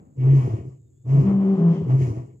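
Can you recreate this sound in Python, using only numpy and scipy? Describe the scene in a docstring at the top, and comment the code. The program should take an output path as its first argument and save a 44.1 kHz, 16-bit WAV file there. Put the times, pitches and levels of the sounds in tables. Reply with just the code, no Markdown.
"""Lions call across open dry bushland at dusk. One gives three chesty grunts: a low tone and rasping breath
that break up into a creaky growl as slow slaps of the vocal folds ring the chest. A second moans over
them on a held note, then a lower one, and far scrub echoes both. Behind them an earlier call dies away,
the air rumbles softly, a cicada clicks fast enough to buzz and a far bird whistles twice.
The scene is heard through spaced stereo microphones."""
import sys
import numpy as np
from scipy import signal
from scipy.fft import rfft, irfft, next_fast_len
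from scipy.io import wavfile
from scipy.ndimage import map_coordinates

SR = 44100
rng = np.random.default_rng(int(sys.argv[2]) if len(sys.argv) > 2 else 0)


def to_wav(s):
    """Save 16-bit WAV."""
    ch = np.atleast_2d(s).T  # columns
    pcm = np.round(np.clip(ch, -1, 1) * 32767)  # PCM
    wavfile.write(sys.argv[1], SR, pcm.astype(np.int16))


N = 105840

# colour of the still air and of an earlier call's echo: (frequency [Hz], relative level [dB])
AIR_COLOUR = [(25, -34), (120, 0.5), (190, -29), (350, -21), (600, -44.5), (5000, -69.5)]
EARLIER_CALL_COLOUR = [(30, -53), (170, 0), (400, -16), (700, -25), (2500, -50.5), (6000, -78)]
# chest tone, one list per grunt: (time [s], pitch [Hz], level [dB])
GRUNT_TONES = [
    [(.16, 125.9, -41.5), (.19, 128.5, -25.5), (.255, 130.6, -16), (.3, 135.9, -12), (.39, 134.7, -13.5),
     (.43, 122.2, -26.5), (.457, 126.9, -18.5), (.5, 118.4, -34), (.545, 107.7, -20.5),
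     (.583, 105.8, -43.5), (.608, 111.6, -31.5), (.645, 119, -42), (.682, 127.9, -31.5),
     (.712, 125.4, -52.5)],
    [(1.035, 122.6, -47), (1.06, 129.6, -31.5), (1.12, 133.9, -15), (1.155, 141.2, -12.5),
     (1.17, 130.3, -17.5), (1.19, 145.2, -10), (1.22, 131.1, -17), (1.25, 128.8, -24), (1.3, 122.3, -44.5),
     (1.35, 132.8, -25), (1.4, 132, -42)],
    [(1.84, 123.1, -36.5), (1.89, 126.2, -21), (1.95, 131.6, -13), (1.99, 135.5, -18.5), (2.03, 134.4, -17),
     (2.085, 117.3, -30), (2.115, 108.9, -22), (2.14, 108.3, -40.5), (2.2, 128.9, -27.5),
     (2.28, 108.4, -52.5)],
]
# overtones of each voice: (harmonic number, level against the fundamental [dB])
GRUNT_OVERTONES = [(2, -25), (3, -29)]
MOAN_OVERTONES = [(3, -33), (4, -33)]
# rasp faders, one list per grunt: (time [s], throat [dB], mouth [dB], breath hiss [dB])
GRUNT_RASP = [
    [(.15, -48, -100, -97), (.205, -44.5, -63, -74.5), (.26, -33.5, -57, -69.5), (.39, -35.5, -55, -62.5),
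     (.52, -38.5, -58, -66.5), (.59, -47, -68, -74), (.7, -50.5, -77, -82), (.8, -68, -90.5, -95)],
    [(1.035, -55.5, -100, -97.5), (1.06, -48, -78, -82.5), (1.1, -37.5, -58.5, -67.5),
     (1.17, -32.5, -56.5, -66.5), (1.27, -33, -59, -70.5), (1.33, -49.5, -67.5, -74.5),
     (1.46, -41.5, -73.5, -100)],
    [(1.85, -36.5, -81.5, -87.5), (1.905, -32.5, -55, -66), (1.975, -37, -60.5, -69),
     (2.03, -35, -53, -57.5), (2.11, -36.5, -63.5, -66), (2.2, -45, -66.5, -74), (2.38, -58.5, -91.5, -95)],
]
# hardest slaps of the folds as a grunt or the low moan breaks up: (time [s], relative strength [dB])
HARD_SLAPS = [(0.476, -22.5), (0.507, -28.5), (0.535, -30.5), (0.585, -30.5), (0.609, -33), (0.649, -41),
              (0.691, -41.5), (1.223, -25.5), (1.282, -23), (1.817, -26), (2.009, -22.5), (2.076, -23),
              (2.171, -30)]
# body resonances, the last for the moaning lion: (centre [Hz], nominal width [Hz], nominal gain [dB])
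CHEST_MODES = [(75.3, 20, 2), (118, 60, 6), (231.5, 180, -3.5), (364, 60, 3.5)]
THROAT_FORMANTS = [(243, 52, -1.5), (339.6, 75, 2.5), (469, 110, -5.5)]
PALATE_FORMANTS = [(534, 64, -4), (662, 38, 1.5), (840, 170, -7.5), (969, 41, -1.5), (1110, 210, -8)]
MOUTH_FORMANTS = [(1841, 220, 1), (2270, 130, 2), (2478, 54, 3.5), (2920, 540, -2)]
MOAN_FORMANTS = [(1940, 230, 0.5), (3060, 400, 2), (4340, 220, -5.5), (5500, 1900, -9.5)]
# breath hiss, turbulence under the grunt, throat rasp of the moan: (frequency [Hz], relative level [dB])
HISS_COLOUR = [(3000, -26), (4150, -10), (5000, -6), (6900, -3), (8000, -14), (10500, -17.5), (15500, -33)]
RUMBLE_COLOUR = [(20, -51), (70, -15), (110, -0.5), (230, -10), (300, -71)]
MOAN_THROAT_COLOUR = [(40, -45), (110, -1), (300, 3), (465, -4.5), (900, -12.5), (1070, -11.5),
                      (1500, -26.5), (2340, -31), (3700, -51), (9500, -71.5)]
# reverb tail of the scrub: (frequency [Hz], time to fall 60 dB [s])
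ECHO_DECAY = [(130, 1.1), (400, 1.8), (1000, 0.39), (3000, 0.1)]
# bird whistles: (start [s], length [s], start pitch [Hz], end pitch [Hz], level [dB])
WHISTLES = [(.78, .12, 3730, 3650, -91), (.92, .14, 3400, 3560, -87)]
# high moan: (time [s], pitch [Hz], level [dB], level of the octave [dB])
HIGH_MOAN = [(1.21, 185.6, -34, -30), (1.27, 196.1, -17.5, -35.5), (1.42, 195.6, -18, -44),
             (1.46, 195.5, -17.5, -28), (1.54, 193, -16.5, -27), (1.565, 188.6, -29, -35),
             (1.6, 200.4, -23, -28), (1.68, 197.2, -38.5, -32.5), (1.74, 194.6, -30, -35),
             (1.84, 199, -33.5, -37)]
# low moan: (time [s], pitch [Hz], level [dB])
LOW_MOAN = [(1.56, 165.9, -29), (1.61, 167.2, -18), (1.665, 170.4, -13.5), (1.72, 166.7, -15.5),
            (1.76, 158.3, -36), (1.79, 154.4, -23.5), (1.82, 167.6, -26), (1.87, 160.7, -25)]
# rasp faders of the moans: (time [s], throat [dB], mouth [dB])
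MOAN_RASP = [(1.239, -36.5, -63.5), (1.4, -35, -69), (1.549, -34.5, -61.5), (1.689, -32.5, -62.5),
             (1.76, -32.5, -58), (1.84, -40, -65.5), (1.902, -53.5, -71.5)]
# stereo balance of the lions: (frequency [Hz], left minus right [dB])
BALANCE = [(150, 0.5), (300, 3.5), (1200, 2), (2800, 1), (5500, -4), (15000, -10)]
# how alike the noise is left and right: (frequency [Hz], correlation [0-1])
STEREO_LIKENESS = [(200, 0.88), (1400, 0.52), (4000, 0.14), (12000, 0.13)]

AIR_DB, MIC_HISS_DB, TOP_HZ = -57, -85, 15700
EARLIER_CALL_DB, EARLIER_CALL_T60_S = -46.5, .84
CICADA_DB, CICADA_CLICK_HZ, CICADA_RING_HZ, CICADA_WIDTH_HZ = -77.5, 430, 7200, 850
PITCH_WAVER, TONE_WAVER_DB, FRAY_BELOW_DB, FRAY_PER_DB = .006, .5, -21, 1.6
CHOP_HZ, CHOP_DEPTH, FLUTTER_DB = 130, .3, 1.8
SMALL_SLAP_HZ, SMALL_SLAP_GAIN_DB, HARD_SLAP_GAIN_DB, SLAP_SOFT_HZ = 48.23, -15, 45.5, 450
PALATE_GAIN_DB, RUMBLE_GAIN_DB, MOAN_DARK_HZ = 8, -1, 8800
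ECHO_GAIN_DB, ECHO_DELAY_S = -32, .07
GRUNT_LAG_S, MOAN_LAG_S, LAG_FROM_HZ = .0004, -.00014, 120  # positive lag: the left side hears it later


def amp(db):
    """Decibels to amplitude."""
    return 10 ** (np.asarray(db) / 20)


def unit(x):
    """x scaled to rms 1."""
    return x / np.sqrt(np.mean(x ** 2) + 1e-20)


def along(points, hz):
    """Read (frequency [Hz], value) points on a log frequency axis."""
    freqs, values = np.transpose(points)
    return np.interp(np.log(hz + 1), np.log(freqs + 1), values)


def curves(rows):
    """One automation curve for each column after the time."""
    times, *columns = np.transpose(rows)
    return [np.interp(np.arange(N) / SR, times, column) for column in columns]


def wobble(rate):
    """A smooth random curve, rate knots a second."""
    return map_coordinates(rng.standard_normal(int(N * rate / SR) + 4), [np.arange(N) * rate / SR])


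def fade(start, end):
    """A gate open between two times, with 20 ms ramps."""
    t = np.arange(N) / SR
    return np.clip(np.minimum(t - start, end - t) / .02, 0, 1)


def filtered(x, response):
    """x through a complex frequency response."""
    size = next_fast_len(N + SR // 2)
    return irfft(rfft(x, size) * response(np.fft.rfftfreq(size, 1 / SR)), size)[..., :N]


def eq(points):
    """An EQ curve through (frequency [Hz], level [dB]) points."""
    return lambda hz: amp(along(points, hz))


def resonances(rows):
    """The response of parallel resonators with alternating polarity."""
    return lambda hz: sum((-1) ** k * amp(db) * 1j * hz * width / (centre**2 - hz**2 + 1j * hz * width)
                          for k, (centre, width, db) in enumerate(rows))


def noise(colour, gate=1):
    """Gated, then coloured stereo noise: mid at rms 1, narrow in the bass and wide in the treble."""
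    spread = lambda hz: np.arccos(np.clip(along(STEREO_LIKENESS, hz), 0, 1)) / 2
    white = gate * rng.standard_normal((2, N))
    mid, side = filtered(white, lambda hz: colour(hz) * [np.cos(spread(hz)), np.sin(spread(hz))])
    return np.array([mid + side, mid - side]) / np.sqrt(np.mean(mid ** 2))


def still_air():
    """A soft, low bed of air with faint microphone hiss."""
    return amp(AIR_DB) * noise(eq(AIR_COLOUR)) + amp(MIC_HISS_DB) * rng.standard_normal((2, N))


def earlier_call():
    """The echo of an earlier call, dying away as dark noise."""
    decay_db = 60 * np.arange(N) / SR / EARLIER_CALL_T60_S
    return amp(EARLIER_CALL_DB - decay_db) * noise(eq(EARLIER_CALL_COLOUR))


def cicada():
    """Fast, uneven clicks blur into a buzz in one broad resonance."""
    cycles = np.cumsum(CICADA_CLICK_HZ * (1 + .008 * wobble(400))) / SR
    clicks = amp(3 * wobble(400)) * sum(np.cos(2 * np.pi * k * cycles) for k in range(15, 21))
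    buzz = unit(filtered(clicks, lambda hz: np.exp(-((hz - CICADA_RING_HZ) / CICADA_WIDTH_HZ) ** 2)))
    return amp(CICADA_DB + 1.1 * wobble(24)) * np.array([buzz, np.roll(buzz, 6)])


def breath():
    """Air flow chopped by the folds at an unsteady rate, fluttering slowly."""
    chop_hz = CHOP_HZ * np.exp(.18 * wobble(30))
    chop = 1 + CHOP_DEPTH * np.sin(2 * np.pi * np.cumsum(chop_hz) / SR)
    return unit(chop * amp(FLUTTER_DB * wobble(22)))


def rasp(formants):
    """Chopped breath through resonances with steepened skirts."""
    tract = resonances(formants)
    return noise(lambda hz: tract(hz) * np.abs(tract(hz)) ** .5, breath())


def creak(throat):
    """Slaps of the folds ring the chest: a few hard ones, and small ones riding the throat fader."""
    slap_hz = SMALL_SLAP_HZ * np.exp(.35 * wobble(25))
    ticks = np.diff(np.floor(np.cumsum(slap_hz) / SR), prepend=0)
    small = ticks * amp(4 * rng.standard_normal(N))
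    hard = np.zeros(N)
    for time, db in HARD_SLAPS:
        hard[round(time * SR)] = amp(db + HARD_SLAP_GAIN_DB)
    chest = lambda hz: resonances(CHEST_MODES)(hz) / (1 + 1j * hz / SLAP_SOFT_HZ) ** 2
    return filtered(hard, chest) + throat * amp(SMALL_SLAP_GAIN_DB) * unit(filtered(small, chest))


def voiced_tone(rows, overtones):
    """A nearly pure sung tone; unless it has an octave column, its pitch frays where it weakens."""
    hz, db, *octave_db = curves(rows)
    fray_db = 0 if octave_db else np.clip(FRAY_PER_DB * (FRAY_BELOW_DB - db), 0, 20)
    phase = 2 * np.pi * np.cumsum(hz * (1 + PITCH_WAVER * amp(fray_db) * wobble(45))) / SR
    upper = sum(amp(level + 2.8 * wobble(23)) * np.sin(k * phase) for k, level in overtones)
    octave = sum(amp(level + .8 * wobble(30.04)) * np.sin(2 * phase + 1) for level in octave_db)
    tone = amp(db) * (np.sin(phase) + upper) + octave
    return np.sqrt(2) * fade(rows[0][0], rows[-1][0]) * amp(TONE_WAVER_DB * wobble(40)) * tone


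def grunts():
    """The first lion: chest tone, creak, rasp through throat and mouth, and low turbulence beneath."""
    throat, mouth, hiss = sum(fade(rows[0][0], rows[-1][0]) * amp(curves(rows)) for rows in GRUNT_RASP)
    palate = amp(PALATE_GAIN_DB) * mouth ** .71 * throat ** .32  # opens with the mouth
    growl = creak(throat)  # also carries the one slap in the low moan
    grit = throat * rasp(THROAT_FORMANTS) + palate * rasp(PALATE_FORMANTS) + mouth * rasp(MOUTH_FORMANTS)
    exhale = hiss * noise(eq(HISS_COLOUR), breath())
    tone = sum(voiced_tone(rows, GRUNT_OVERTONES) for rows in GRUNT_TONES)
    rumble = throat * amp(RUMBLE_GAIN_DB) * unit(noise(eq(RUMBLE_COLOUR))[0])
    return tone + growl + grit + exhale + rumble


def scrub_echo(calls):
    """Scrub and far slopes answer, each frequency dying at its own speed."""
    hz, t, bands = signal.stft(rng.standard_normal((2, SR)), SR, nperseg=1024)
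    bands[1] = np.where(hz[:, None] < 300, bands[0], bands[1])  # mono bass
    decay = amp(-60 * t / along(ECHO_DECAY, hz)[:, None])
    tail = signal.istft(bands * decay, SR, nperseg=1024)[1]
    send = np.pad(calls.mean(0), (round(ECHO_DELAY_S * SR), 0))
    return signal.fftconvolve(send[None], tail / np.linalg.norm(tail[0]), axes=1)[:, :N]


def bird():
    """Two far, thin, slightly blurred whistles, one falling and one rising."""
    song = np.zeros(N)
    for start, length, start_hz, end_hz, db in WHISTLES:
        level = amp(db + 6.8 * wobble(51)) * fade(start, start + length)
        glide_hz = np.interp(np.arange(N) / SR, [start, start + length], [start_hz, end_hz])
        song += level * np.sin(2 * np.pi * np.cumsum(glide_hz + 40 * wobble(120)) / SR)
    return song


def moans():
    """The second lion: a held note, then a lower one, over a duller rasp of breath."""
    throat, mouth = fade(MOAN_RASP[0][0], MOAN_RASP[-1][0]) * amp(curves(MOAN_RASP))
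    mouth_colour = lambda hz: resonances(MOAN_FORMANTS)(hz) * np.exp(-(hz / MOAN_DARK_HZ) ** 4)
    mouth_rasp = mouth * noise(mouth_colour, breath())
    notes = voiced_tone(HIGH_MOAN, MOAN_OVERTONES) + voiced_tone(LOW_MOAN, MOAN_OVERTONES)
    return notes + throat * noise(eq(MOAN_THROAT_COLOUR), breath()) + mouth_rasp


def spaced_pair(source, lag_s):
    """A source reaches two microphones apart in level and time; the deepest bass arrives together."""
    def response(hz):
        half_phase = np.pi * hz * lag_s * hz / np.hypot(hz, LAG_FROM_HZ)
        return [amp(side * along(BALANCE, hz) / 2) * np.exp(-1j * side * half_phase) for side in (1, -1)]
    return filtered(source, response)


def scene():
    """Both lions and their echo, mixed over the dusk ambience."""
    grunting, moaning = grunts(), moans()
    bed = still_air()
    lions = spaced_pair(grunting + earlier_call(), GRUNT_LAG_S) + spaced_pair(moaning, MOAN_LAG_S)
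    echo = amp(ECHO_GAIN_DB) * scrub_echo(grunting + moaning)
    return lions + echo + cicada() + bird() + bed


def record(dry):
    """A brick-wall low-pass takes off the very top."""
    return filtered(dry, lambda hz: hz < TOP_HZ)


dry = scene()
out = record(dry)
to_wav(out)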